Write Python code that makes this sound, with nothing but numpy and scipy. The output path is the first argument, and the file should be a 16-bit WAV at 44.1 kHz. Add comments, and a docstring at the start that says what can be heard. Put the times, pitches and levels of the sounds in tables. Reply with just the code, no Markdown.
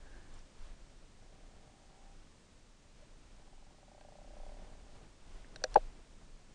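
"""Water rumbles and washes over soft hiss, with a brief rubbing whirr and two ticks of grit: a shallow
stream, heard from inside a small waterproof case drifting over gravel under the surface.
Something croaks twice, like a frog: a faint quickening trill, then a louder run of separate pulses,
both coloured by quick echoes in the shallows. One bubble sounds between them.
Near the end more grit ticks on the case, and one hollow knock sets it ringing."""
import sys
import numpy as np
from scipy import signal
from scipy.fft import rfft, irfft
from scipy.io import wavfile
from scipy.ndimage import uniform_filter1d

SR = 44100
rng = np.random.default_rng(int(sys.argv[2]) if len(sys.argv) > 2 else 0)


def output_pcm(signal):
    """Save a mono or channel-first signal as 16-bit PCM at the path in sys.argv[1].

    Samples are clipped to [-1, 1] before scaling.
    """
    pcm = np.clip(np.atleast_2d(signal).T, -1, 1) * 32767
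    wavfile.write(sys.argv[1], SR, np.round(pcm).astype(np.int16))


N = 288414
TIME = np.arange(N) / SR

# contours of the loud croak and the faint trill: time_s, pulses_per_s, level_db, pitch_hz
CROAK_CONTOUR = [(3.347, 32.09, -60.8, 820), (3.45, 17.08, -56.5, 820), (3.759, 27.19, -58.4, 719),
                 (3.843, 16.99, -53.1, 700), (3.928, 33.43, -51.4, 692), (4.061, 26.11, -48.6, 678),
                 (4.223, 34.51, -50.3, 663), (4.431, 29.84, -47.7, 668), (4.515, 40.24, -49.3, 669),
                 (5.02, 32.33, -63.3, 730)]
TRILL_CONTOUR = [(1.077, 26, -78, 660), (1.22, 27.5, -60, 680), (1.42, 38, -61, 715),
                 (1.62, 43.5, -59, 680), (1.85, 54, -62.5, 750), (2.02, 65, -59.5, 760),
                 (2.12, 71, -59, 780), (2.19, 75, -78, 760)]
# the knock and its rebounds: start_s, level_db, pitch_hz, swell_s
KNOCK_BLOWS = [(5.75686, -8.5, 830, .0042), (5.7598, -11, 658, .002), (5.7674, -14, 490, .002),
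               (5.776, -23.5, 648, .002)]
# hard contacts on the case: ticks, a snap and the knock's sharp edges:
# start_s, level_db, centre_hz, width_octaves
CASE_CONTACTS = [(0.3405, -39, 7400, 0.2), (0.3895, -46.5, 5600, .15), (4.01, -44, 2500, 0.8),
                 (5.4450, -37, 1950, 0.3), (5.5599, -37.5, 2300, 3.0), (5.5622, -29, 3750, 0.11),
                 (5.6185, -41, 550, 1.4), (5.6392, -18, 5200, 0.75), (5.6402, -20.5, 800, 4.2),
                 (5.6418, -29, 5700, 0.5), (5.7428, -35.5, 5100, 2), (5.7599, -18, 1730, 1.1),
                 (5.7690, -38.5, 1500, 1.7), (5.776, -47, 3560, 0.88)]
# ringing modes of the case: pitch_hz, level_db, t60_s
CASE_MODES = [(511, -9, 0.053), (626, -8.5, 0.061), (755, -14, 0.062), (1587, -3, 0.018),
              (1940, -21, 0.014), (2440, -22, .014), (2880, -22, 0.014), (3710, -23, .014),
              (4280, -1, 0.0055), (5680, -6, .011), (7650, -17.5, 0.0088), (8200, -18, .008),
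              (9120, -13, 0.0083)]
# resonances of the rubbing whirr: centre_hz, width_octaves, level_db
WHIRR_RESONANCES = [(1650, .2, .5), (800, .3, -6), (270, .6, -4)]
# strength of the flow past the case: time_s, level_db
FLOW_CONTOUR = [(0.0, -65), (0.87, -66), (0.98, -67), (2.33, -68), (2.79, -70), (3.2, -67), (3.79, -69),
                (4.63, -63), (5.17, -67), (5.66, -63), (6.38, -67), (6.54, -67)]
# swishes of water over the case, each with a low push: centre_s, swish_db, half_length_s, push_db
SWISH_SWELLS = [(0.148, -70, 0.09, -49.5), (0.372, -64, .035, -52), (0.65, -64.5, 0.06, -46.5),
                (2.17, -74, .08, -53), (3.005, -69.5, 0.036, -59), (3.32, -74, .08, -55),
                (4.48, -69, 0.086, -48), (4.95, -66, .03, -47.5), (5.36, -65, 0.094, -46),
                (5.735, -61.5, 0.036, -44), (5.827, -65, 0.045, -45)]
# tone colour of each water layer: frequency_hz, density_db
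RUMBLE_SPECTRUM = [(10, -11.5), (20, 1.5), (28, 0), (40, -8), (60, -18.5), (100, -25.5), (200, -61.5)]
MURMUR_SPECTRUM = [(40, -6.5), (70, 1), (120, 1), (190, -1.5), (300, -5), (430, -13), (590, -9.5),
                   (800, -20.5), (2000, -38)]
WASH_SPECTRUM = [(40, -9.5), (70, 0), (110, -3.5), (200, -3.5), (320, -6.5), (430, -8), (590, -10.5),
                 (700, -12), (1600, -21), (3000, -25), (8000, -39)]
SWISH_SPECTRUM = [(150, -14), (350, -1.5), (800, 0), (1800, -7), (4000, -10.5), (9000, -20.5)]
HISS_SPECTRUM = [(200, -6.5), (700, 4), (1500, 3), (3000, 1), (5000, 0.5), (7000, -0.5), (8500, -3),
                 (10000, -9.5)]


def croak(hum_hz=592, hum_t60_s=0.14, hum_db=-55, gain_db=1):
    """Separate hollow pulses quicken unevenly as the croak swells, and leave the case humming briefly."""
    pulses = pulse_train(CROAK_CONTOUR, swell_s=.0014, uneven_db=.8, jitter_s=.0004, wobble=.016)
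    flex = ring(pulses, hum_hz, hum_t60_s)
    hum = np.gradient(flex) * SR / (2 * np.pi * hum_hz)   # velocity: in step with the push
    return from_db(gain_db) * shallows(pulses + from_db(hum_db) * hum, first_db=-6.0, second_db=-18)


def faint_trill():
    """Pulses speed up and rise in pitch until they nearly merge."""
    pulses = pulse_train(TRILL_CONTOUR, swell_s=.0019, uneven_db=1.0, jitter_s=.00045, wobble=.015)
    return shallows(pulses, first_db=-5.5, second_db=-12)


def pulse_train(contour, swell_s, uneven_db, jitter_s, wobble):
    """One soft pulse per cycle of the rate, each a little off in time, strength and pitch."""
    per_s, level_db, hz = in_time(contour)
    calling = (TIME > contour[0][0]) & (TIME < contour[-1][0])
    cycles = np.cumsum(per_s * calling) / SR
    fired = np.flatnonzero(np.diff(np.floor(cycles)))
    pulses = []
    for i, (late, loud, sharp) in zip(fired, rng.standard_normal((200, 3))):
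        start_s = TIME[i] - swell_s + jitter_s * late
        pulses.append(burst(start_s, level_db[i] + uneven_db * loud, hz[i] * (1 + wobble * sharp), swell_s))
    return lay_out(pulses)


def shallows(x, first_db, second_db, echo_s=.0051, passband_hz=(480, 1000)):
    """Shallow water passes one band; two quick echoes split each pulse into parts near 600 and 800 Hz."""
    x = signal.sosfilt(signal.butter(3, passband_hz, "band", fs=SR, output="sos"), x)
    once, twice = (np.interp(TIME - k * echo_s, TIME, x, left=0) for k in (1, 2))
    return x + from_db(first_db) * once + from_db(second_db) * twice


def knock(ring_db=-52, crunch_db=-36.5, crunch_hz=2150):
    """A blunt blow rebounds three times; the case rings on and the contact crunches faintly."""
    blow = lay_out(burst(*row) for row in KNOCK_BLOWS)
    tail = sum(from_db(db) * ring(blow, hz, t60_s) for hz, db, t60_s in CASE_MODES)
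    contact = np.abs(signal.hilbert(blow))
    crunch = unit_rms(band(rng.standard_normal(N), crunch_hz, octaves=1.0))
    return blow + from_db(ring_db) * tail + from_db(crunch_db) * contact * crunch


def hard_contacts(scuff_db=-32, scuff_s=0.0029, crack_db=-10):
    """Each contact rings the case with a hard click and a brief scuff, also heard as a dry crack."""
    age = TIME[:SR // 20]
    clicks, scuffs = [], []
    for start_s, db, hz, octaves in CASE_CONTACTS:
        start = round(start_s * SR)
        rub = rng.standard_normal(len(age)) * np.exp(-age / scuff_s)
        clicks.append((start, from_db(db) * band(signal.unit_impulse(len(age)), hz, octaves)))
        scuffs.append((start, from_db(db) * band(rub, hz, octaves)))
    scuff = lay_out(scuffs)
    push = lay_out(clicks) + from_db(scuff_db) * scuff
    ringing = sum((-1) ** k * from_db(db) * ring(push, hz, t60_s)   # modes alternate in polarity
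                  for k, (hz, db, t60_s) in enumerate(CASE_MODES))
    return ringing + from_db(crack_db) * scuff


def bubble():
    """One small bubble gives a soft, round blip."""
    return lay_out([burst(start_s=3.019, peak_db=-58, hz=590, swell_s=.009)])


def whirr(start_s=-.04, attack_s=.11, end_s=.38, release_s=.21, level_db=-68.5):
    """Light friction on the case keeps a few broad resonances sounding: it swells, holds and lets go."""
    rise = np.clip((TIME - start_s) / attack_s, 0, 1)
    fall = np.clip((end_s - TIME) / release_s, 0, 1)
    rub = rng.standard_normal(N)
    body = sum(from_db(db) * unit_rms(band(rub, hz, octaves)) for hz, octaves, db in WHIRR_RESONANCES)
    return from_db(level_db) * rise * fall * body


def water(rumble_db=-56.5, wash_db=-66, hiss_db=-68.6, murmur_db=-69, churn_db=1.5):
    """Pressure rumble, churning wash and hiss ride the flow over a steady murmur; swishes push the case."""
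    flow_db, = in_time(FLOW_CONTOUR)
    surge_db = flow_db - flow_db.mean()   # the rumble follows this most, the hiss least
    swishing = pushing = 0
    for centre_s, swish_db, half_length_s, push_db in SWISH_SWELLS:
        swell = np.exp(-.5 * ((TIME - centre_s) / half_length_s) ** 2)
        swishing += from_db(swish_db) * swell
        pushing += from_db(push_db) * swell
    rumble = np.hypot(from_db(rumble_db + 1.6 * surge_db), pushing) * noise(RUMBLE_SPECTRUM)
    murmur = from_db(murmur_db) * noise(MURMUR_SPECTRUM)
    wash = from_db(wash_db + 1.25 * surge_db + churn_db * drift(per_s=30)) * noise(WASH_SPECTRUM)
    swish = swishing * noise(SWISH_SPECTRUM)
    hiss = from_db(hiss_db + .25 * surge_db) * noise(HISS_SPECTRUM)
    return rumble + murmur + wash + swish + hiss


def burst(start_s, peak_db, hz, swell_s):
    """A soft push through a broad resonance: a few cycles swell and die; gives (start sample, wave)."""
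    age = TIME[:SR // 10]
    swell = (age / swell_s * np.exp(1 - age / swell_s)) ** 2
    return round(start_s * SR), from_db(peak_db) * swell * np.sin(2 * np.pi * hz * age)


def ring(push, hz, t60_s):
    """One mode: a unit click sets a sine of height 1 ringing away."""
    decay = from_db(-60 / (t60_s * SR))
    turn = 2 * np.pi * hz / SR
    return signal.lfilter([0, np.sin(turn)], [1, -2 * decay * np.cos(turn), decay * decay], push + 1e-18)


def band(x, hz, octaves):
    """A gentle band-pass."""
    edges = np.clip(hz * 2 ** (np.array([-.5, .5]) * octaves), 10, SR / 2 - 10)
    return signal.sosfilt(signal.butter(2, edges, "band", fs=SR, output="sos"), x)


def noise(spectrum):
    """Coloured noise at unit rms."""
    hz, db = np.transpose(spectrum)
    bins_hz = np.maximum(np.arange(N // 2 + 1) * SR / N, 1)
    shape = from_db(np.interp(np.log(bins_hz), np.log(hz), db))
    return unit_rms(irfft(rfft(rng.standard_normal(N)) * shape, N))


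def drift(per_s):
    """A random wander at unit rms."""
    knots = rng.standard_normal(2000)
    return unit_rms(np.interp(TIME * per_s, np.arange(len(knots)), knots))


def in_time(contour):
    """Each column of a contour, sample by sample."""
    time_s, *columns = np.transpose(contour)
    return [np.interp(TIME, time_s, column) for column in columns]


def lay_out(bursts):
    """Mix (start sample, wave) pairs on the timeline."""
    track = np.zeros(N)
    for start, wave in bursts:
        track[start:start + len(wave)] += wave[:N - start]
    return track


def from_db(db):
    """Decibels to gain."""
    return 10 ** (np.asarray(db) / 20)


def unit_rms(x):
    """Scale to unit rms."""
    return x / np.sqrt(np.mean(x ** 2) + 1e-20)


def scene():
    """Everything reaches the microphone through the case, so both sides are alike."""
    mono = water() + whirr() + faint_trill() + croak() + bubble() + hard_contacts() + knock()
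    return np.array([mono, mono])


def record(dry):
    """The right side drops out for an instant in the knock; a steep low-pass takes off the top."""
    dropout_start_s, dropout_end_s, cutoff_hz = 5.7600, 5.7711, 9850
    muted = (TIME > dropout_start_s) & (TIME < dropout_end_s)
    dropout = uniform_filter1d(1.0 * muted, size=36)   # soften the edges
    stereo = np.array([dry[0], dry[1] * (1 - dropout)])
    return signal.sosfilt(signal.ellip(10, .1, 70, cutoff_hz, fs=SR, output="sos"), stereo)


dry = scene()
out = record(dry)
output_pcm(out)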